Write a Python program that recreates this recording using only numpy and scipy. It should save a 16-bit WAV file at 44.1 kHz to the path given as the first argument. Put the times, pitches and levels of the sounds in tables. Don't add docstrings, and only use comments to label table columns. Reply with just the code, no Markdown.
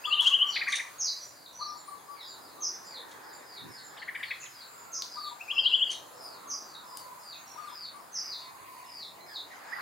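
import sys
import numpy as np
from scipy import signal
from scipy.fft import rfft, irfft, next_fast_len
from scipy.io import wavfile
from scipy.ndimage import uniform_filter1d, map_coordinates

SR = 44100
rng = np.random.default_rng(int(sys.argv[2]) if len(sys.argv) > 2 else 0)


def materialize(psi):
    bounded = np.clip(np.atleast_2d(psi).T, -1, 1)
    quanta = np.round(bounded * 32767).astype(np.int16)
    wavfile.write(sys.argv[1], SR, quanta)


N = 432621
TIME = np.arange(N) / SR

# share of the note's length, pitch (0 = low f, 1 = top f), level/dB
CHIRP_CONTOUR = [(0, 0, -23), (.2, .14, -14), (.45, .28, -8.5), (.63, .6, 0), (.82, 1, -2.5), (.92, .9, -6),
                 (1, .6, -16)]
CHIP_CONTOUR = [(0, 0, -17), (.2, .05, -11), (.34, .7, -3), (.43, 1, -3), (.58, .52, 0), (.8, .28, -5),
                (1, .2, -13)]
HOOT_CONTOUR = [(0, 0, -5), (.2, .8, 1), (.45, 1, 1), (.8, .7, 0), (1, .1, -5)]
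TSEW_CONTOUR = [(0, .9, -21), (.3, 1, -11), (.52, .85, -3), (.78, .3, -5), (1, 0, -8)]
FALLING_CONTOUR = [(0, 0.94, -10), (0.298, 0.68, -9), (.58, 0.7, -10.5), (0.749, 0.39, -12),
                   (0.882, .12, -7.5), (0.999, -0.18, -17.5)]

# t/s, low f/Hz, top f/Hz, level/dB
CHIRPS = [(0.1, 2620, 3240, -15.5), (.169, 2660, 3368, -14), (.24, 2680, 3354, -13),
          (.312, 2720, 3286, -13), (.388, 2750, 3190, -12), (0.461, 2850, 3040, -24),
          (5.477, 2300, 3280, -24.5), (5.557, 2560, 3360, -15.5), (5.633, 2660, 3400, -13.5),
          (5.71, 2700, 3296, -13), (5.79, 2720, 3322, -15.5), (5.868, 2740, 3216, -25.5)]
CHIRP_S = .05
# t/s, length/s, low f/Hz, top f/Hz, level/dB
TRIAL_CHIRPS = [(.037, 0.0287, 2580, 3450, -23.5), (5.392, 0.033, 2300, 2730, -34.5)]
# t/s, length/s, top f/Hz, level/dB, upper voice relative to lower/dB
CHIPS = [(0.555, 0.023, 2645, -22.5, -6), (0.605, .027, 2550, -21, -27), (0.665, 0.03, 2535, -20, -30),
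         (0.719, 0.031, 2420, -22, -16), (0.785, .027, 2480, -23.5, -25), (.864, .022, 2500, -37.5, -31),
         (3.964, 0.028, 2550, -47, 5.5), (4.012, 0.027, 2190, -33, -11), (4.074, 0.028, 2286, -27, -21),
         (4.144, 0.0234, 2464, -25.5, -14), (4.187, 0.04, 2020, -35, -14), (4.225, 0.021, 2490, -25, -7),
         (4.302, .022, 2710, -25, -20), (4.45, 0.025, 2630, -47, 2.5)]
CHIP_LOW_HZ, UPPER_VOICE_RATIO = 1568, 1.55
# t/s, length/s, low f/Hz, top f/Hz, level/dB
ANSWER = [(9.71, 0.0373, 1560, 2050, -32)]

# t/s, level/dB, level of the closing dip/dB
PHRASES = [(.05, -27.5, -32), (1.59, -30, -44.5), (5.15, -30.5, -32.5), (7.556, -33.5, -39)]
# t into the phrase/s, length/s, low f/Hz, top f/Hz, relative level/dB
FLOURISH = [(0, 0.034, 920, 998, -7), (.018, 0.035, 1134, 1236, 0), (.062, 0.084, 1131, 1210, -3)]
DIP_AFTER_S, DIP_S, DIP_LOW_HZ, DIP_TOP_HZ = .161, 0.021, 857, 1006
# t/s, length/s, level/dB
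HOOTS = [(.3, 0.03, -31), (.412, 0.09, -32.5), (.675, .07, -34.5), (1.875, 0.077, -34.5),
         (2.08, 0.066, -37), (2.57, 0.1, -45), (5.52, .073, -39), (7.933, 0.075, -39.5)]
HOOT_LOW_HZ, HOOT_RISE_HZ_PER_S = 1087, 1200

# t/s, length/s, low f/Hz, top f/Hz, level/dB
TSEWS = [(.49, .07, 3320, 4715, -33), (.522, 0.03, 3800, 4920, -27), (.982, 0.042, 4780, 6700, -21.5),
         (1.032, .056, 3740, 5000, -25), (1.585, 0.033, 3910, 4510, -31), (1.655, 0.023, 4990, 5860, -41),
         (2.603, 0.047, 4800, 6350, -23), (4.39, 0.03, 5870, 7200, -37), (4.918, 0.037, 4740, 6580, -25.5),
         (6.472, 0.051, 4670, 6530, -27), (8.118, 0.06, 4530, 6310, -27)]
# t/s, slide length/s, drop length/s, top f/Hz, slide level/dB, drop level/dB
SLURS = [(0, 0.11, 0.043, 5030, -48, -34), (.6, .11, 0.034, 4900, -52, -31.5),
         (1.282, 0.17, 0.028, 5020, -63, -44), (1.681, 0.094, 0.052, 4910, -56, -60),
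         (2.041, 0.14, 0.062, 5150, -61, -41.5), (2.201, 0.096, 0.044, 5380, -50.5, -47),
         (2.388, 0.084, 0.024, 5160, -60, -55), (2.791, 0.14, 0.063, 5260, -51.5, -38.5),
         (3.219, 0.12, 0.047, 5370, -55, -76), (3.41, 0.14, 0.052, 5220, -54, -42),
         (3.677, 0.082, 0.051, 5540, -51.5, -49), (3.925, 0.053, 0.039, 5690, -60, -48),
         (4.218, 0.076, 0.033, 4750, -48, -46), (4.47, 0.13, 0.036, 5400, -53.5, -44),
         (5.08, 0.08, 0.03, 5300, -45, -48), (5.14, 0.094, 0.053, 5020, -45.5, -41),
         (5.519, .11, 0.044, 5430, -45, -41), (5.68, 0.051, 0.056, 5300, -52, -65),
         (5.83, 0.095, 0.034, 4930, -54, -40), (6.153, 0.15, 0.089, 5430, -47.5, -56),
         (6.58, .16, 0.028, 5030, -58.5, -43), (6.83, 0.17, 0.036, 5340, -53.5, -69),
         (7.19, 0.12, 0.0393, 5160, -52, -41), (7.55, 0.12, 0.033, 4710, -60, -46),
         (7.69, 0.14, 0.049, 5280, -46, -42), (8.21, 0.098, 0.058, 5390, -42.5, -37),
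         (8.329, 0.088, 0.021, 5040, -50, -45), (8.845, 0.14, 0.086, 5310, -47, -39.5),
         (9.254, 0.083, 0.049, 5320, -50.5, -33), (9.662, 0.14, 0.027, 5300, -53.5, -44)]
SLUR_END_SHARE, SLUR_KNEE_SHARE = .63, .88
SLUR_FADE_IN_DB, SLUR_FADE_OUT_DB = -12, -10.5
PEEP_TIMES = [.47, 1.24, 1.766, 2.275, 2.846, 3.322, 3.829, 4.774]
PEEP_S, PEEP_HZ, PEEP_DB = 0.0537, 7230, -49.5
PEEP_ARCH = 0.0393
# t/s, length/s, top f/Hz, level/dB
THIN_NOTES = [(.06, 0.041, 7240, -48), (.465, 0.053, 5820, -40.5), (1.21, 0.029, 5890, -39.5),
              (1.52, 0.14, 6020, -47), (1.85, 0.058, 9580, -50.5), (3.7, .07, 9500, -57),
              (6.21, 0.058, 9600, -54), (7.92, 0.052, 9640, -55), (7.46, 0.091, 5660, -48),
              (9.2, 0.033, 4120, -44)]

# t/s, length/s, low f/Hz, top f/Hz, level/dB
FAR_CALLS = [(3.0, 0.38, 1500, 1680, -58.5), (3.2, 0.18, 720, 820, -58), (3.52, 0.083, 1220, 1290, -54),
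             (3.6, 0.98, 1668, 1712, -58), (4.68, 0.38, 1250, 1366, -56), (4.98, 0.071, 960, 1028, -50.5),
             (6.15, 0.21, 590, 684, -60), (6.2, 0.39, 1290, 1370, -58.5), (6.42, 0.15, 1020, 1120, -51.5),
             (6.8, 0.44, 941, 1035, -51), (8.32, 0.67, 943, 1055, -52)]
# t/s, length/s, low f/Hz, top f/Hz, level/dB
FAR_DROPS = [(2.16, 0.075, 1850, 2305, -44), (4.42, 0.029, 1716, 2910, -35.5),
             (7.33, 0.095, 2034, 2690, -45), (9.28, 0.049, 1483, 1810, -38.5), (9.5, 0.05, 1386, 2134, -39)]
# first t/s, last t/s, nominal top f/Hz, mean level/dB
CHATTER = [(0.9, 2.603, 2303, -68), (2.65, 3.95, 2200, -57.5), (5.995, 7.997, 2500, -78),
           (8.102, 9.248, 2706, -59)]

# t/s, length/s, level/dB
RASPS = [(0.678, 0.042, -42.5), (0.716, 0.059, -36.5), (.752, 0.021, -33.5), (5.901, 0.038, -37.5)]
# f/Hz, width/Hz, level/dB
RASP_RESONANCES = [(3700, 2400, -4.5), (5760, 370, -4), (6340, 310, -1.5), (9100, 730, -8),
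                   (10470, 360, -13.5), (6100, 5500, -5)]
# t/s, length/s, level before colouring/dB
RUSTLES = [(0.2, 0.065, -42.5), (0.253, 0.037, -36), (1.863, 0.062, -68), (3.073, 0.066, -55.5)]
# f/Hz, level/dB
LEAF_COLOUR = [(600, -38), (1000, 3), (2200, -12.5), (3700, 2), (5000, -8), (6700, -2), (8200, -12),
               (10600, -10.5), (11800, -31), (15000, -23)]
# t/s, level/dB, centre f/Hz, width/Hz
TICKS = [(0.208, -31, 10700, 2000), (5.022, -18.5, 4500, 1300), (6.972, -25.5, 8400, 9100)]
TICK_DECAY_S, TICK_GRIT_DB = 0.0028, -8.5
# t/s, length/s, centre f/Hz, level/dB
BUMPS = [(3.59, 0.17, 149.4, -51.5), (3.58, 0.19, 313, -51), (5.513, .17, 65, -63), (9.741, 0.1, 1420, -39)]

# f/Hz, relative level per hertz/dB
WASH_COLOUR = [(15, -56.5), (25, -27.5), (119, -8), (215, -9), (289, -5), (523, -4), (1050, 1),
               (2420, -11.5), (3090, -17.5), (4750, -13), (5880, -23.5), (6550, -13), (7700, -17.5),
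               (9810, -16), (15500, -18.5)]
WASH_DB = -50.93
# t/s, lower middle level/dB, upper middle level/dB
SWELL = [(0.0, -60, -59.5), (0.63, -60, -55), (1.31, -62.5, -67.5), (2.65, -57.5, -64.5), (4.01, -59, -64),
         (4.2, -61, -58), (4.42, -62.5, -60.5), (6.5, -56.5, -63.5), (7.04, -60.5, -66.5), (7.69, -61, -59),
         (9.11, -60.5, -74.5), (9.8, -56.5, -50.5)]
# f/Hz, width/Hz
INSECTS = [(6600, 99), (7320, 320)]
# t/s, low tone level/dB, high tone level/dB
INSECT_LEVELS = [(0, -65, -76), (4.1, -93, -90), (4.8, -81, -65), (5.3, -69, -63), (5.8, -66, -60),
                 (6.3, -76, -75), (6.7, -80, -66), (7.4, -64, -69), (8.101, -76, -89), (9.8, -83, -75)]
TOP_HZ = 15800


def near_bird():
    notes = [(s, CHIRP_S, low, top, db) for s, low, top, db in CHIRPS] + list(TRIAL_CHIRPS)
    chirps = sing(notes, CHIRP_CONTOUR, waver=.013, flutter_db=1.6, overtone_db=-50, waver_rate=300)
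    chips = sing(chip_notes(), CHIP_CONTOUR, waver=.015, flutter_db=1.2, overtone_db=-30, waver_rate=600)
    answer = sing(ANSWER, CHIRP_CONTOUR, waver=.025, flutter_db=2, overtone_db=-40, waver_rate=600)
    chirps_in_wood = woods(echoed(chirps, lag_s=0.011, db=-12), direct_db=-1.5, early_db=-8.5,
                           early_s=0.048, late_db=-15.5, late_t60=0.4, spread=0.56, right_db=-4)
    chips_in_wood = woods(echoed(chips, lag_s=.0062, db=-17), direct_db=-3.5, early_db=-8.5,
                          early_s=0.0099, late_db=-9.5, late_t60=0.31, spread=0.9, right_db=-3.0)
    answer_in_wood = woods(answer, direct_db=0.5, early_db=-7.0, early_s=0.033,
                           late_db=-10, late_t60=0.55, spread=0.84, right_db=9.0)
    return chirps_in_wood + chips_in_wood + answer_in_wood


def chip_notes():
    lower, upper = [], []
    for s, length, hz, db, upper_db in CHIPS:
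        lower.append((s, length, CHIP_LOW_HZ, hz, db))
        upper.append((s, length, CHIP_LOW_HZ * UPPER_VOICE_RATIO, hz * UPPER_VOICE_RATIO, db + upper_db))
    return lower + upper


def hooting_bird():
    hoots = sing(hoot_notes(), HOOT_CONTOUR, waver=.011, flutter_db=1.6, overtone_db=-31.5, waver_rate=86.0)
    return woods(hoots, direct_db=-10, early_db=-14, early_s=0.017,
                 late_db=-16.5, late_t60=0.5, spread=3.5, right_db=-12.5)


def hoot_notes():
    notes = [(s, length, HOOT_LOW_HZ, HOOT_LOW_HZ + HOOT_RISE_HZ_PER_S * length, db)
             for s, length, db in HOOTS]
    for s, db, dip_db in PHRASES:
        notes += [(s + after, length, low, top, db + accent) for after, length, low, top, accent in FLOURISH]
        notes.append((s + DIP_AFTER_S, DIP_S, DIP_LOW_HZ, DIP_TOP_HZ, dip_db))
    return notes


def canopy_birds():
    tsews = sing(TSEWS, TSEW_CONTOUR, waver=.013, flutter_db=2.2, overtone_db=-45, waver_rate=700)
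    slurs = sum(slur(*row) for row in SLURS)
    distant = sing(flock(0, N / SR, count=60, db=-58), FALLING_CONTOUR,
                   waver=.025, flutter_db=4, overtone_db=-48, waver_rate=400)
    peeps = sing(peep_notes(), HOOT_CONTOUR, waver=.016, flutter_db=3, overtone_db=-61, waver_rate=700)
    whistles = echoed(echoed(slurs, lag_s=.013, db=-6), lag_s=.032, db=-5)
    sharp_in_wood = woods(tsews + distant, direct_db=-7.5, early_db=0.5, early_s=0.048, late_db=-2.5,
                          late_t60=0.48, spread=0.34, right_db=0.8, bloom_s=0.011)
    whistles_in_wood = woods(whistles, direct_db=-2.8, early_db=-3.8, early_s=.038, late_db=-18,
                             late_t60=.55, spread=.5, right_db=-.5, bloom_s=.01)
    peeps_in_wood = woods(peeps, direct_db=-8.5, early_db=-5.0, early_s=0.058,
                          late_db=-19, late_t60=0.31, spread=.5, right_db=2.5)
    return sharp_in_wood + whistles_in_wood + peeps_in_wood


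def slur(start, slide_s, drop_s, top_hz, slide_db, drop_db):
    bend = slide_s / (slide_s + drop_s)
    knee = (SLUR_KNEE_SHARE - SLUR_END_SHARE) / (1 - SLUR_END_SHARE)
    contour = [(0, 1, slide_db + SLUR_FADE_IN_DB),
               (bend / 2, (1 + knee) / 2, slide_db),
               (bend, knee, slide_db),
               ((1 + bend) / 2, knee / 2, drop_db),
               (1, 0, drop_db + SLUR_FADE_OUT_DB)]
    note = (start, slide_s + drop_s, top_hz * SLUR_END_SHARE, top_hz, 0)
    return sing([note], contour, waver=.018, flutter_db=3.2, overtone_db=-40, waver_rate=700)


def peep_notes():
    series = [(s, PEEP_S, PEEP_HZ, PEEP_DB) for s in PEEP_TIMES]
    return [(s, length, hz * (1 - PEEP_ARCH), hz, db) for s, length, hz, db in series + list(THIN_NOTES)]


def far_calls():
    calls = sing(FAR_CALLS, HOOT_CONTOUR, waver=.04, flutter_db=3, overtone_db=-18, waver_rate=220)
    drops = sing(FAR_DROPS, FALLING_CONTOUR, waver=0.0476, flutter_db=2, overtone_db=-11.5, waver_rate=200)
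    bouts = [flock(first, last, count=45, db=db, spread_db=2.5, length=.09, low_hz=.6 * hz, top_hz=hz)
             for first, last, hz, db in CHATTER]
    chatter = sing(np.vstack(bouts), CHIP_CONTOUR,
                   waver=0.0568, flutter_db=1.0, overtone_db=-51.0, waver_rate=260)
    return woods(calls + drops + chatter, direct_db=-7.0, early_db=-0.5, early_s=0.027,
                 late_db=-4.5, late_t60=0.25, spread=4.8, right_db=2.0)


def flock(first_s, last_s, count, db, spread_db=3, length=.15, low_hz=3600, top_hz=5200):
    when, stretch, pitch, size = rng.random((count, 4)).T
    scale = 1 + .3 * (pitch - .5)
    starts = first_s + (last_s - first_s) * (np.arange(count) + when) / count
    levels = db + spread_db * (2 * size - 1)
    return np.column_stack([starts, length * (.5 + stretch), low_hz * scale, top_hz * scale, levels])


def rasps():
    out = np.zeros(N)
    for start, length, db in RASPS:
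        count = int(length * SR)
        hiss = sum(undb(level) * band(hz, width_hz, count)[0] for hz, width_hz, level in RASP_RESONANCES)
        grainy = unit(hiss * undb(4 * walk(470, count)))
        add(out, start, undb(db) * grainy * signal.windows.tukey(count, .2))
    return woods(out, direct_db=-3.5, early_db=-6.5, early_s=0.033,
                 late_db=-10.5, late_t60=0.52, spread=0.54, right_db=2.0)


def leaves():
    stirs_in_wood = woods(shaped(leaf_stirs(), LEAF_COLOUR), direct_db=8.0, early_db=4.0, early_s=0.045,
                          late_db=0.5, late_t60=0.48, spread=0.47, right_db=1.5)
    ticks_in_wood = woods(leaf_ticks(), direct_db=-1, early_db=-4.5, early_s=0.054,
                          late_db=-9.0, late_t60=0.22, spread=1.2, right_db=-2.5)
    return stirs_in_wood + ticks_in_wood + soft_bumps()


def leaf_stirs():
    out = np.zeros(N)
    for start, length, db in RUSTLES:
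        count = int(length * SR)
        crackle = unit(rng.standard_normal(count) * undb(4.5 * walk(700, count)))
        add(out, start, undb(db) * crackle * signal.windows.tukey(count, .6))
    return out


def leaf_ticks():
    out = np.zeros(N)
    t = TIME[:SR // 20]
    for start, db, hz, width_hz in TICKS:
        snap = np.cos(2 * np.pi * hz * t) * np.exp(-t * width_hz)
        grit = undb(TICK_GRIT_DB) * band(hz, width_hz, len(t))[0] * np.exp(-t / TICK_DECAY_S)
        add(out, start, undb(db) * (snap + grit))
    return out


def soft_bumps():
    out = np.zeros((2, N))
    for start, length, hz, db in BUMPS:
        count = int(length * SR)
        add(out, start, undb(db) * band(hz, hz * 0.5, count) * np.hanning(count))
    return out


def outdoors():
    noise = rng.standard_normal((3, N))
    air = unit(shaped(noise[:2] + .55 * noise[2], WASH_COLOUR)) * undb(WASH_DB)
    below = []
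    for hz in (200, 1300, 3200, 9000):
        low_pass = signal.butter(3, hz, fs=SR, output="sos")
        below.append(signal.sosfiltfilt(low_pass, air))
    lower, upper, treble = np.diff(below, axis=0)
    s, *swells = np.transpose(SWELL)
    middle = 0
    for part, db in zip((lower, upper), swells):
        middle = middle + part * undb(np.interp(TIME, s, db - np.mean(db)) + .8 * walk(12, N))
    top = (air - below[-1]) * pan(-2.0)
    hiss = (treble + top) * undb(.75 * walk(4.6, N))
    low_patches = patchy(below[0] + middle, depth_db=2.4, rate=7, per_octave=4)
    high_patches = patchy(hiss, depth_db=2.5, rate=16, per_octave=6)
    return low_patches + high_patches + insects()


def insects():
    s, *levels = np.transpose(INSECT_LEVELS)
    return sum(undb(np.interp(TIME, s, db) + 3.5 * walk(14, N)) * band(hz, width_hz, N)
               for (hz, width_hz), db in zip(INSECTS, levels))


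def sing(notes, contour, waver, flutter_db, overtone_db, waver_rate):
    out = np.zeros(N)
    place, rise, loud_db = np.transpose(contour)
    for start, length, low_hz, top_hz, db in notes:
        count = int(length * SR)
        u = np.linspace(0, 1, count)
        glide = uniform_filter1d(np.interp(u, place, rise), count // 12 + 1, mode="nearest")
        hz = (low_hz + (top_hz - low_hz) * glide) * (1 + waver * walk(waver_rate, count))
        phase = 2 * np.pi * np.cumsum(hz) / SR
        level = db + np.interp(u, place, loud_db) + flutter_db * walk(waver_rate, count)
        gain = signal.windows.tukey(count, .18) * undb(level)
        add(out, start, gain * (np.sin(phase) + undb(overtone_db) * np.sin(2 * phase)))
    return out


def woods(x, direct_db, early_db, early_s, late_db, late_t60, spread, right_db, bloom_s=0.0013):
    t = np.arange(SR) / SR
    arrive = np.clip((t - 0.0035) / bloom_s, 0, 1)
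    echoes = rng.standard_normal((3, SR)) * (rng.random((3, SR)) < .04)
    early = echoes * arrive * np.exp(-t / early_s)
    late = rng.standard_normal((3, SR)) * (1 - np.exp(-t / 0.0134)) * undb(-60 * t / late_t60)
    scatter = (undb(early_db) * unit(early) + undb(late_db) * unit(late)) / np.sqrt(SR)
    response = (scatter[0] + spread * scatter[1:]) / np.hypot(1, spread)
    response[:, 0] += undb(direct_db)
    return pan(right_db) * signal.fftconvolve(x[None], response, axes=1)[:, :N]


def echoed(x, lag_s, db):
    out = x.copy()
    add(out, lag_s, undb(db) * x)
    return out


def patchy(x, depth_db, rate, per_octave):
    hz, s, frames = signal.stft(x, SR, nperseg=1024)
    place = np.meshgrid(per_octave * np.log2(1 + hz / 100), rate * s, indexing="ij")
    swell = map_coordinates(rng.standard_normal((64, 256)), place, order=1, mode="mirror")
    return signal.istft(frames * undb(depth_db * swell), SR)[1][..., :N]


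def shaped(x, points):
    hz, db = np.transpose(points)
    size = next_fast_len(x.shape[-1])
    f = np.maximum(np.fft.rfftfreq(size, 1 / SR), 1)
    gain = undb(np.interp(np.log(f), np.log(hz), db))
    return irfft(rfft(x, size) * gain, size)[..., :x.shape[-1]]


def band(hz, width_hz, count):
    size = next_fast_len(count)
    bell = np.exp(-2 * ((np.fft.rfftfreq(size, 1 / SR) - hz) / width_hz) ** 2)
    return unit(irfft(rfft(rng.standard_normal((2, size))) * bell, size)[:, :count])


def walk(rate, count):
    k = max(int(SR / rate), 1)
    steps = np.repeat(rng.standard_normal(count // k + 1), k)
    return uniform_filter1d(uniform_filter1d(steps, k), k)[:count] * np.sqrt(2)


def pan(right_db):
    return undb(np.array([[-right_db], [right_db]]) / 2)


def add(track, start, sound):
    i = max(int(start * SR), 0)
    track[..., i:i + sound.shape[-1]] += sound[..., :max(N - i, 0)]


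def unit(x):
    return x / np.sqrt(np.mean(x ** 2))


def undb(db):
    return 10 ** (np.asarray(db) / 20)


def scene():
    return near_bird() + hooting_bird() + canopy_birds() + far_calls() + rasps() + leaves() + outdoors()


def record(dry):
    return signal.sosfilt(signal.ellip(10, .2, 80, TOP_HZ, fs=SR, output="sos"), dry)


dry = scene()
out = record(dry)
materialize(out)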